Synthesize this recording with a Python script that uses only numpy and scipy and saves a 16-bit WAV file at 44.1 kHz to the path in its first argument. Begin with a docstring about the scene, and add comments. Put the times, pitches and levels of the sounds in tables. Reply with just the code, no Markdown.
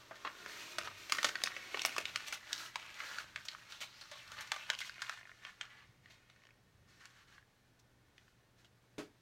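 """In a small living room, hands fold a stiff paper leaflet and crush it into a ball.
Squeeze after squeeze, creases snap and ring the flat patches beside them, and the paper scrapes
and rustles. As the wad tightens it loses its low notes and creaks. The ball is tossed aside and
lands on furniture with a hollow knock. Under it all lie room air, a faint mains hum and a few
soft thuds as the seated person shifts."""
import sys
import numpy as np
from scipy import signal
from scipy.fft import rfft, irfft, next_fast_len
from scipy.io import wavfile
from scipy.ndimage import uniform_filter1d, map_coordinates

SR = 44100
rng = np.random.default_rng(int(sys.argv[2]) if len(sys.argv) > 2 else 0)


def persist_wave(psi):
    """Save psi, clipped to +-1, as 16-bit WAV."""
    counts = np.round(np.clip(psi, -1, 1) * 32767).astype(np.int16)
    wavfile.write(sys.argv[1], SR, np.atleast_2d(counts).T)


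N = 406161

# creases giving way: start_s, level_db, wide_patch_hz, narrow_patch_hz, bass_db, treble_db, ring_s
CREASE_SNAPS = [(0.109, -46.0, 690, 1560, 15, -23, 0.1), (0.2491, -39.5, 816, 1230, 1, -15, 0.059),
                (0.2746, -42.5, 990, 1263, -7, -29, 0.022), (0.461, -44.5, 1660, 2040, 17, 6, 0.036),
                (0.7842, -34, 1440, 2670, 11.5, 11, 0.029), (0.8737, -41.5, 1210, 3850, 9.5, -20, 0.049),
                (1.122, -28.0, 1070, 1240, -7, 10.5, 0.0077), (1.1843, -33.5, 1350, 1900, 1, 0, 0.03),
                (1.23, -35.5, 905, 1330, -5, 13, 0.0066), (1.2446, -27, 527, 1410, -1.5, 4, 0.031),
                (1.2482, -31.5, 3850, 6900, -0.5, 1, 0.026), (1.287, -43.5, 1400, 1930, -12, 16, 0.022),
                (1.3553, -36, 1426, 4350, -4, -9, 0.009), (1.418, -45.5, 1480, 2640, -3, 0, 0.0087),
                (1.4371, -30.5, 3820, 4970, 5, 17.5, 0.0068), (1.459, -41.5, 1560, 2600, 4, 10, 0.011),
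                (1.4728, -36.5, 1240, 2200, -8, -26, 0.0038), (1.5647, -41.0, 576, 2120, 0, -7, 0.041),
                (1.7441, -36, 2290, 2930, 19.5, -4, 0.03), (1.7724, -41, 880, 2810, 9, -7, 0.014),
                (1.7936, -38, 2940, 3500, -13, 4, 0.015), (1.8178, -37.5, 2660, 5700, 0, 16, 0.013),
                (1.8504, -28.5, 650, 2940, -4.5, 4, 0.0048), (1.9642, -37.5, 970, 1200, 1, 2, 0.013),
                (1.9814, -32, 1820, 2650, 19.5, 13.5, 0.019), (2.0545, -37, 2780, 3800, -18, -2, 0.013),
                (2.159, -33, 665, 1210, -15, 0.5, 0.01), (2.3251, -37.5, 1460, 2180, 9, 15, 0.038),
                (2.5298, -34, 3750, 5440, -22, 12, 0.0075), (2.7573, -36.5, 764, 980, -3, 0, 0.014),
                (3.0028, -41, 1180, 1270, -16, -26, 0.029), (3.1848, -38.5, 1460, 1560, -14, 5.5, 0.013),
                (3.3597, -39, 1600, 2340, -4, -4, 0.019), (3.4844, -40, 4200, 4200, -17, -1, 0.014),
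                (3.5488, -47.5, 1040, 1400, -9, -30, 0.0062), (3.722, -47.5, 1490, 3860, -2, 4, 0.041),
                (4.0112, -49, 824, 4280, -1, 11, 0.082), (4.114, -47, 586, 1090, 5, 10, 0.08),
                (4.3185, -50.5, 1240, 2960, 16, 18, 0.004), (4.5179, -32.5, 776, 1200, 0, 3, 0.015),
                (4.701, -30, 1040, 3080, 0, 4, 0.0028), (4.789, -43.5, 2400, 3020, -21, 16, 0.024),
                (4.814, -39.5, 1470, 2160, -40, -3, 0.093), (4.895, -45, 1560, 4320, -8, -7, 0.0081),
                (5.019, -38, 1060, 1560, -14, 3.5, 0.034), (5.095, -37.5, 1240, 1620, -1.5, 2, 0.014),
                (5.45, -47.5, 565, 3180, -7, -13, 0.0095), (5.6117, -40, 3370, 7140, -11.5, -10, 0.0088),
                (6.0585, -58.5, 1940, 3640, -12, -14, 0.01), (6.299, -61, 2240, 3880, 10, 5, 0.03),
                (7.055, -55, 1020, 1820, -11, 14, 0.011), (7.38, -58, 1060, 1730, -7.5, -33, 0.017),
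                (8.1804, -59.5, 1940, 3220, 2, 2.5, 0.012)]
# the tone of the sheet when it snaps or ticks: pitch_hz, level_db
SHEET_TONE = [(80, -30.5), (150, -30.5), (250, -24), (450, -13.5), (630, -9), (800, -13), (1130, -6.5),
              (1600, -3), (2860, -7), (4540, -11.5), (6440, -16), (10240, -31.5), (14500, -40)]
# the tone of rubbed paper: pitch_hz, level_db
RUB_TONE = [(88, -41.5), (170, -17.5), (361, -10.5), (494, -11), (624, -6.5), (830, -7), (1450, -6),
            (1940, -8), (4200, -7.5), (4950, -12.5), (6000, -12.5), (10200, -29), (13700, -30),
            (16000, -39.5)]


def snaps(patch_db=8.5, patch_octaves=0.18, flip_s=0.0011, click_db=-3, aftershock_db=-12):
    """A crease flips in a quick stutter, and the two flat patches beside it ring briefly."""
    out, t = np.zeros(N), np.arange(SR // 12) / SR
    for start_s, level_db, wide_hz, narrow_hz, bass_db, treble_db, ring_s in CREASE_SNAPS:
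        fade = amp(-60 * np.maximum(t - flip_s, 0) / max(ring_s, .004))
        # waves scatter between the creases and fill every pitch about evenly
        spectrum = rfft(fade * rng.standard_normal(len(t)))
        burst = irfft(spectrum / abs(spectrum + 1e-9) ** .5, len(t)) * fade ** .25
        peaks = uneven_peaks()

        def tone_db(hz):
            patches = bump(hz, wide_hz, patch_octaves) + bump(hz, narrow_hz, patch_octaves)
            bass = (1 - above(hz, 1100)) * above(hz, 190)
            sheet = along(SHEET_TONE, hz) + along(peaks, hz)
            return sheet + patch_db * patches + bass_db * bass + treble_db * treble(hz)

        # the shorter the snap, the more of it is one clean click
        click = amp(click_db) * np.linalg.norm(burst) * min(1, 0.0042 / ring_s)
        burst[round(flip_s * SR / 2)] += click
        burst += amp(aftershock_db) * np.linalg.norm(burst) * aftershocks(t)
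        snap = coloured(burst, tone_db)
        add(out, start_s, amp(level_db) * snap * np.sqrt(SR // 100) / np.linalg.norm(snap))
    return out


def aftershocks(t, count=7):
    """Smaller cracks follow a snap as the sheet settles."""
    age_s = t - rng.uniform(.007, .05, (count, 1))
    cracks = rng.uniform(.3, 1, (count, 1)) * (age_s > 0) * np.exp(-abs(age_s) / .0007)
    run = cracks.sum(0) * rng.standard_normal(len(t))
    return run / np.linalg.norm(run)


def pops(pop_db=-19, pop_hz=215, ring_s=0.065):
    """While the sheet is still flat, a snap with low notes flips a wide panel with a low pop."""
    out, t = np.zeros(N), np.arange(SR // 8) / SR
    flat = 1 - tightness()
    for start_s, level_db, _, _, bass_db, *_ in CREASE_SNAPS:
        flap = amp(-60 * t / ring_s) * rng.standard_normal(len(t))
        pop = coloured(flap, lambda hz: 40 * np.log10(bump(hz, pop_hz, .8)))
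        gain = amp(level_db + pop_db + min(bass_db, 0)) * flat[round(start_s * SR)] ** 3
        add(out, start_s, gain * pop * np.sqrt(SR // 100) / np.linalg.norm(pop))
    return out


def rustle(bend_db=-8, middle_db=-1, hiss_db=2.5, gloss_db=-11, buckle_db=-70):
    """Rubbed paper crinkles; its wide glossy panels bend and hiss until they are wadded up."""
    rub_level, hiss_level = hand_effort()
    flat = (1 - tightness()) ** .45
    # a flat sheet or a light touch slides smoothly; a creased one under pressure crinkles and catches
    force = np.clip(np.log10(rub_level / amp(buckle_db)) * 2, .15, 1)
    rough = force * np.interp(tightness(), [0, 1], [.45, .95])
    grains = crinkle() * rough * .65
    grip = amp((.4 + rough) * wobble(30)) * (1 + rough ** 2 * catches() / 2)

    def rubbed(grit, band):
        friction = (grit + rng.standard_normal(N)) * grip
        return unit(filtered(friction, lambda hz: amp(along(RUB_TONE, hz)) * band(hz)))

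    bend = rubbed(grains, lambda hz: (1 - above(hz, 700)) ** 2)
    middle = rubbed(grains, lambda hz: above(hz, 850) - above(hz, 3500))
    hiss = rubbed(grains / 2 + rough * fibre_cracks() / 4, lambda hz: above(hz, 3500))
    gloss = rubbed(fibre_cracks() / 4, lambda hz: above(hz, 11000) ** 2)
    lows = amp(bend_db) * flat * bend + amp(middle_db) * middle
    highs = amp(hiss_db) * hiss + amp(gloss_db) * flat * gloss
    return panel_ring(rub_level * lows + hiss_level * highs)


def hand_effort(light_hiss_db=-7):
    """Light rubbing and squeezes add up to two loudness curves: the rustle and its hiss."""
    # the fingers never quite leave the paper: time_s, level_db
    light_rubbing = [(0, -60), (0.1, -61), (0.45, -54), (0.95, -56), (1.098, -54), (1.6, -53), (2.25, -58),
                     (2.389, -63.5), (2.499, -51), (2.72, -61.5), (3.951, -60.5), (4.4, -55.5),
                     (5.15, -62.5), (5.38, -65.5), (5.75, -67), (6.0, -74), (6.7, -76), (8.9, -76.5)]
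    # separate squeezes of the hands: start_s, length_s, level_db, extra_hiss_db
    squeezes = [(0.467, 0.26, -55, -1.5), (0.787, 0.03, -52, -12), (0.965, 0.14, -62.5, 2.5),
                (1.109, 0.19, -50.5, -2.5), (1.396, 0.039, -56, -3), (1.709, 0.29, -50.5, -6.5),
                (2.043, 0.33, -54, -6.5), (2.509, 0.14, -52, -1.5), (2.732, 0.26, -54, -10.5),
                (2.981, 0.23, -49, -7), (3.38, 0.21, -64.5, -3), (3.688, 0.055, -62.5, 0.5),
                (4.357, 0.044, -48.5, -13), (4.526, 0.1, -52, -9.5), (4.674, 0.049, -53.5, -16),
                (4.774, 0.11, -61, 3.5), (4.989, 0.15, -55, -9), (5.417, 0.071, -59.5, -10),
                (5.598, 0.064, -60.5, -19), (5.69, 0.14, -62.5, -24), (6.024, 0.14, -69, -10),
                (6.163, 0.28, -71.5, -11), (6.869, 0.11, -69, -4), (6.991, 0.07, -60.5, -7.5),
                (7.092, 0.13, -65, -7.5), (7.266, 0.099, -64, -8.5), (8.147, 0.16, -80.5, 0),
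                (8.572, 0.035, -71, -1.5)]
    rub_db = np.interp(np.arange(N) / SR, *np.transpose(light_rubbing))
    rub_power, hiss_power = amp(rub_db) ** 2, amp(rub_db + light_hiss_db) ** 2
    for start_s, length_s, level_db, extra_hiss_db in squeezes:
        power = squeeze(start_s, length_s)
        rub_power += amp(level_db) ** 2 * power
        hiss_power += amp(level_db + extra_hiss_db) ** 2 * power
    return np.sqrt(rub_power), np.sqrt(hiss_power)


def squeeze(start_s, length_s, grip_s=0.016, swell_db=0.5, release_db_per_s=233):
    """The power of one squeeze over time: take hold, press a little harder, let go."""
    t = np.arange(N) / SR - start_s
    press_db = swell_db * (np.clip(t / max(length_s, .01), 0, 1) - .5)
    release_db = release_db_per_s * np.maximum(t - length_s, 0)
    return (np.clip(t / grip_s, 0, 1) * amp(press_db - release_db)) ** 2


def crinkle(count=5200, fade_s=.0009):
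    """Thousands of tiny buckles each ring at their own pitch, part tone and part splintering noise."""
    t = np.arange(SR // 150) / SR
    starts = rng.integers(0, N, (count, 1))
    pitch_hz = np.clip(2200 * np.exp(.7 * rng.standard_normal((count, 1))), 500, 12000)
    size = amp(4.3 * np.minimum(rng.exponential(size=(count, 1)), 3))
    rings = np.sin(2 * np.pi * pitch_hz * t) + rng.standard_normal((count, len(t)))
    return scattered(starts, size * np.exp(-t / fade_s) * rings)


def fibre_cracks(count=260, fade_s=.0006):
    """Single fibres break now and then with a bright crack."""
    t = np.arange(SR // 300) / SR
    starts = rng.integers(0, N, (count, 1))
    fades = rng.uniform(.4, 1, (count, 1)) * np.exp(-t / fade_s)
    return scattered(starts, fades * rng.standard_normal((count, len(t))))


def catches(count=170, rise_s=.0025):
    """The paper catches and slips free, so the loudness jumps for a few milliseconds at a time."""
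    age = np.arange(SR // 30) / SR / rise_s
    jumps = np.bincount(rng.integers(0, N, count), rng.uniform(.2, 1, count), N)
    return signal.fftconvolve(jumps, age * np.exp(1 - age))[:N]


def panel_ring(sound, peak_db=6, level_db=-3):
    """The rubbed panel of paper rings at a pitch that moves with the grip."""
    # the main ring of the panel under the fingers: time_s, pitch_hz
    panel_pitch = [(0.3, 1130), (0.62, 2440), (1.0, 2370), (1.35, 1490), (1.85, 2540), (2.25, 2460),
                   (2.62, 1440), (2.85, 2570), (3.1, 1510), (3.58, 1590), (4.05, 5430), (4.3, 1280),
                   (4.55, 2360), (4.84, 3060), (5.02, 1750), (6.2, 2060), (7.05, 1660)]
    hz, t, spectra = signal.stft(sound, SR, nperseg=256)
    ring = bump(hz[:, None], np.interp(t, *np.transpose(panel_pitch)), octaves=.22)
    return signal.istft(spectra * amp(level_db + peak_db * ring), SR, nperseg=256)[1][:N]


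def scrapes(ring_db=7):
    """A fold lets go and slides in a short run of tiny slips."""
    # paper sliding on paper: start_s, level_db, pitch_hz, treble_db, length_s
    slides = [(0.152, -56, 1960, 3.5, 0.026), (0.25, -42, 1140, -23.5, 0.036),
              (0.842, -47, 1250, 0.5, 0.036), (1.096, -38.5, 2600, 3.5, 0.0072),
              (1.251, -42, 1850, 5.5, 0.028), (1.857, -35, 2990, 32.5, 0.0091),
              (2.266, -44.5, 2540, 12, 0.033), (2.333, -42.5, 2660, 12, 0.023),
              (3.451, -50, 5600, 10.5, 0.014), (3.804, -43, 2250, 7, 0.04),
              (4.276, -56.5, 4470, 12.5, 0.006), (4.406, -46, 2050, 10.5, 0.018),
              (4.472, -52, 1640, 7.5, 0.0081), (4.803, -40.5, 2920, 7, 0.0098),
              (6.098, -61.5, 2070, 3, 0.053), (7.791, -67.5, 5600, 13, 0.016),
              (8.644, -63.5, 3000, 3.5, 0.022)]
    out, t = np.zeros(N), np.arange(SR // 8) / SR
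    for start_s, level_db, pitch_hz, treble_db, length_s in slides:
        progress = t / max(length_s, .005)
        swell = (1 - np.exp(-20 * progress)) * np.exp(-progress ** 2)
        catching = amp(3 * unit(uniform_filter1d(rng.standard_normal(len(t)), size=80)))
        tone_db = lambda hz: (along(RUB_TONE, hz) + ring_db * bump(hz, pitch_hz, 0.2)
                              + treble_db * treble(hz))
        scrape = coloured(swell * catching * rng.standard_normal(len(t)), tone_db)
        add(out, start_s, amp(level_db) * scrape * np.linalg.norm(swell) / np.linalg.norm(scrape))
    return out


def creaks(ring_hz=2100, ring_db=5, tick_s=0.005, max_ticks=10):
    """Layers of the wad stick and slip, making dry ticks at a slightly uneven rate."""
    # runs of ticks in the tight wad: start_s, length_s, level_db, treble_db, ticks_per_s
    tick_runs = [(2.828, 0.14, -57, 9.5, 23), (4.981, 0.02, -55, -25, 78), (5.188, 0.13, -57, -35, 50),
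                 (6.362, 0.07, -69, 0, 17), (6.437, 0.085, -65.5, -7, 54), (8.281, 0.01, -68, -15, 48)]
    out, t = np.zeros(N), np.arange(SR // 100) / SR
    for start_s, length_s, level_db, treble_db, ticks_per_s in tick_runs:
        times = np.cumsum(rng.uniform(.8, 1.2, max_ticks)) / ticks_per_s
        offsets_db = rng.standard_normal(max_ticks)
        noises = rng.standard_normal((max_ticks, len(t)))
        for after_s, offset_db, noise in zip(times - times[0], offsets_db, noises):
            peaks = uneven_peaks()
            if after_s < length_s:
                tone_db = lambda hz: (along(SHEET_TONE, hz) + along(peaks, hz)
                                      + ring_db * bump(hz, ring_hz, .5) + treble_db * treble(hz))
                tick = coloured(noise * amp(-60 * t / tick_s), tone_db)
                tick *= np.sqrt(len(t)) / np.linalg.norm(tick)
                add(out, start_s + after_s, amp(level_db + offset_db) * tick)
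    return out


def uneven_peaks(depth_db=3, spacing_hz=210):
    """Each patch of creased paper favours its own pitches: rows of pitch_hz, level_db."""
    levels_db = depth_db * np.clip(rng.standard_normal(80), -2, 1)
    return np.column_stack([np.arange(80) * spacing_hz, levels_db])


def tightness():
    """How far the sheet is wadded at every sample, from 0 (flat) to 1 (a ball)."""
    # stages of the crushing: time_s, share_wadded
    stages = [(0, 0), (1.98, 0.34), (2.3, 0.5), (4.3, 0.68), (5.1, 1)]
    return np.interp(np.arange(N) / SR, *np.transpose(stages))


def wadded(sound, lowest_hz=540):
    """Small stiff patches carry no low notes: the tighter the wad, the thinner it sounds."""
    thin = signal.sosfilt(signal.butter(2, lowest_hz, "hp", fs=SR, output="sos"), sound)
    return sound + tightness() * (thin - sound)


def landing(rise_s=0.001, crunch_db=-4):
    """The ball knocks on furniture and crunches as it gives."""
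    # the ball touches down and settles: start_s, level_db, fade_s
    touches = [(8.981, -38, 0.2), (8.991, -43, 0.22)]
    # the hollow ring of the furniture: pitch_hz, note_db, ring_s
    furniture_notes = [(314, -6.5, 0.11), (424, -10, 0.25)]
    # the tone of the ball and the furniture together: pitch_hz, level_db
    crunch_tone = [(53, -53), (90, -19), (170, -5.5), (330, 0), (630, -9.5), (1060, -15.5), (1390, -12.5),
                   (1960, -17), (2280, -13), (2800, -16.5), (4720, -22.5), (6370, -24), (15000, -41)]
    out, t = np.zeros(N), np.arange(SR // 6) / SR
    for start_s, level_db, fade_s in touches:
        for pitch_hz, note_db, ring_s in furniture_notes:
            ring = amp(level_db + note_db - 60 * t / ring_s) * np.sin(2 * np.pi * pitch_hz * t)
            add(out, start_s, ring)
        fade = amp(-60 * t / fade_s) * (1 - np.exp(-t / rise_s))
        crunch = coloured(fade * rng.standard_normal(len(t)), lambda hz: along(crunch_tone, hz))
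        crunch *= np.linalg.norm(fade) / np.linalg.norm(crunch)
        add(out, start_s, amp(level_db + crunch_db) * crunch)
    return out


def room_echo(sound, near_db=-10, tail_db=-9, treble_db=-3, steps=24):
    """Nearby surfaces answer within milliseconds, then a soft tail; both change as the hands move."""
    # how long the room takes to fade by 60 dB: pitch_hz, fade_s
    fade_times = [(150, 0.27), (1500, 0.13), (5000, 0.14), (15000, 0.22)]
    out, hop = np.zeros(N), N // steps + 1
    for step in range(steps + 1):
        first = max(0, (step - 1) * hop)
        samples = np.arange(first, min(N, (step + 1) * hop))
        hz, t, noise = signal.stft(rng.standard_normal(SR // 2), SR, nperseg=256)
        fade = amp(treble_db * treble(hz)[:, None] - 60 * t / along(fade_times, hz)[:, None])
        echo = signal.istft(noise * fade * (1 - np.exp(-t / 0.00096)), SR, nperseg=256)[1]
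        echo *= amp(tail_db) / np.linalg.norm(echo)
        delay = round(SR * 0.0036 * rng.uniform(0.74, 1.0))
        echo[delay] += amp(near_db)
        echo[2 * delay] += amp(near_db) / 2
        crossfade = 1 - abs(samples / hop - step)
        add(out, first / SR, signal.fftconvolve(sound[samples] * crossfade, echo))
    return out


def room_air(level_db=-72):
    """The air in the room makes a steady, low rush."""
    # the tone of the air: pitch_hz, level_db
    air_tone = [(12, -49.5), (20, -11.5), (91, -8.5), (123, -6), (150, -14.5), (177, -9), (228, -13.5),
                (620, -18.5), (1400, -25.5), (16000, -41)]
    return amp(level_db) * unit(filtered(rng.standard_normal(N), lambda hz: amp(along(air_tone, hz))))


def mains_hum(level_db=-78, pitch_hz=120):
    """Mains power hums on one low note whose level wavers."""
    note = unit(np.sin(2 * np.pi * pitch_hz * np.arange(N) / SR))
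    return amp(level_db) * note * amp(2.5 * wobble(8))


def seat_thuds(pitch_hz=105, swell_s=0.14):
    """A low rumble swells softly each time the seated person shifts."""
    # shifts in the seat: peak_s, level_db
    shifts = [(0.9, -67.5), (2.1, -67.5), (3.32, -67.5), (4.38, -70), (5.96, -69), (6.8, -69.5)]
    t = np.arange(N) / SR
    rumble = unit(filtered(rng.standard_normal(N), lambda hz: bump(hz, pitch_hz, 0.9) ** 2))
    return rumble * sum(amp(db) * np.exp(-((t - peak_s) / swell_s) ** 2) for peak_s, db in shifts)


def amp(db):
    """Turn decibels into a number to multiply by."""
    return 10 ** (np.asarray(db) / 20)


def unit(sound):
    """Scale a sound to an average power of 1."""
    return sound / np.sqrt(np.mean(sound ** 2) + 1e-20)


def along(points, hz):
    """Read between rows of pitch_hz, value, with the pitches spaced by octaves."""
    pitches, values = np.transpose(points)
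    return np.interp(np.log(hz + 1), np.log(pitches + 1), values)


def above(hz, edge_hz):
    """A smooth step from 0 to 1 around the edge."""
    return 1 - 1 / (1 + (hz / edge_hz) ** 4)


def bump(hz, centre_hz, octaves):
    """A rounded peak of height 1 around one pitch."""
    return 1 / (1 + (np.log2((hz + 1) / centre_hz) / octaves) ** 2)


def treble(hz):
    """A ramp from 0 at 2000 Hz to 1 at 12000 Hz."""
    return np.clip(np.log2((hz + 1) / 2000) / np.log2(6), 0, 1)


def wobble(points_per_s):
    """A smooth curve through random points."""
    points = rng.standard_normal(int(N * points_per_s / SR) + 4)
    return map_coordinates(points, [np.arange(N) * points_per_s / SR])


def filtered(sound, gain):
    """Turn each pitch in a sound up or down by gain(hz)."""
    size = next_fast_len(len(sound) + SR // 4)
    return irfft(rfft(sound, size) * gain(np.fft.rfftfreq(size, 1 / SR)), size)[:len(sound)]


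def coloured(sound, tone_db, size=8192):
    """Give a short sound the tone curve tone_db(hz)."""
    cepstrum = irfft(np.log(amp(tone_db(np.fft.rfftfreq(size, 1 / SR))) + 1e-6))
    # keeping only the first half makes the ringing follow the sound, never lead it
    cepstrum[1:size // 2] *= 2
    cepstrum[size // 2 + 1:] = 0
    return irfft(rfft(sound, size) * np.exp(rfft(cepstrum)))


def add(track, start_s, sound):
    """Mix a sound into the track."""
    part = track[max(0, round(start_s * SR)):][:len(sound)]
    part += sound[:len(part)]


def scattered(starts, sounds):
    """Mix tiny sounds, each at its start sample, into a track with an average power of 1."""
    samples = starts + np.arange(sounds.shape[1])
    return unit(np.bincount(samples.ravel(), sounds.ravel(), N)[:N])


def scene():
    """The paper, its echo and the quiet room, in one channel."""
    paper = pops() + wadded(snaps() + scrapes() + rustle() + creaks()) + landing()
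    return (paper + room_echo(paper) + room_air() + mains_hum() + seat_thuds())[None]


def record(dry, top_hz=16100):
    """Cut away the very highest treble."""
    return np.array([filtered(channel, lambda hz: hz < top_hz) for channel in dry])


dry = scene()
out = record(dry)
persist_wave(out)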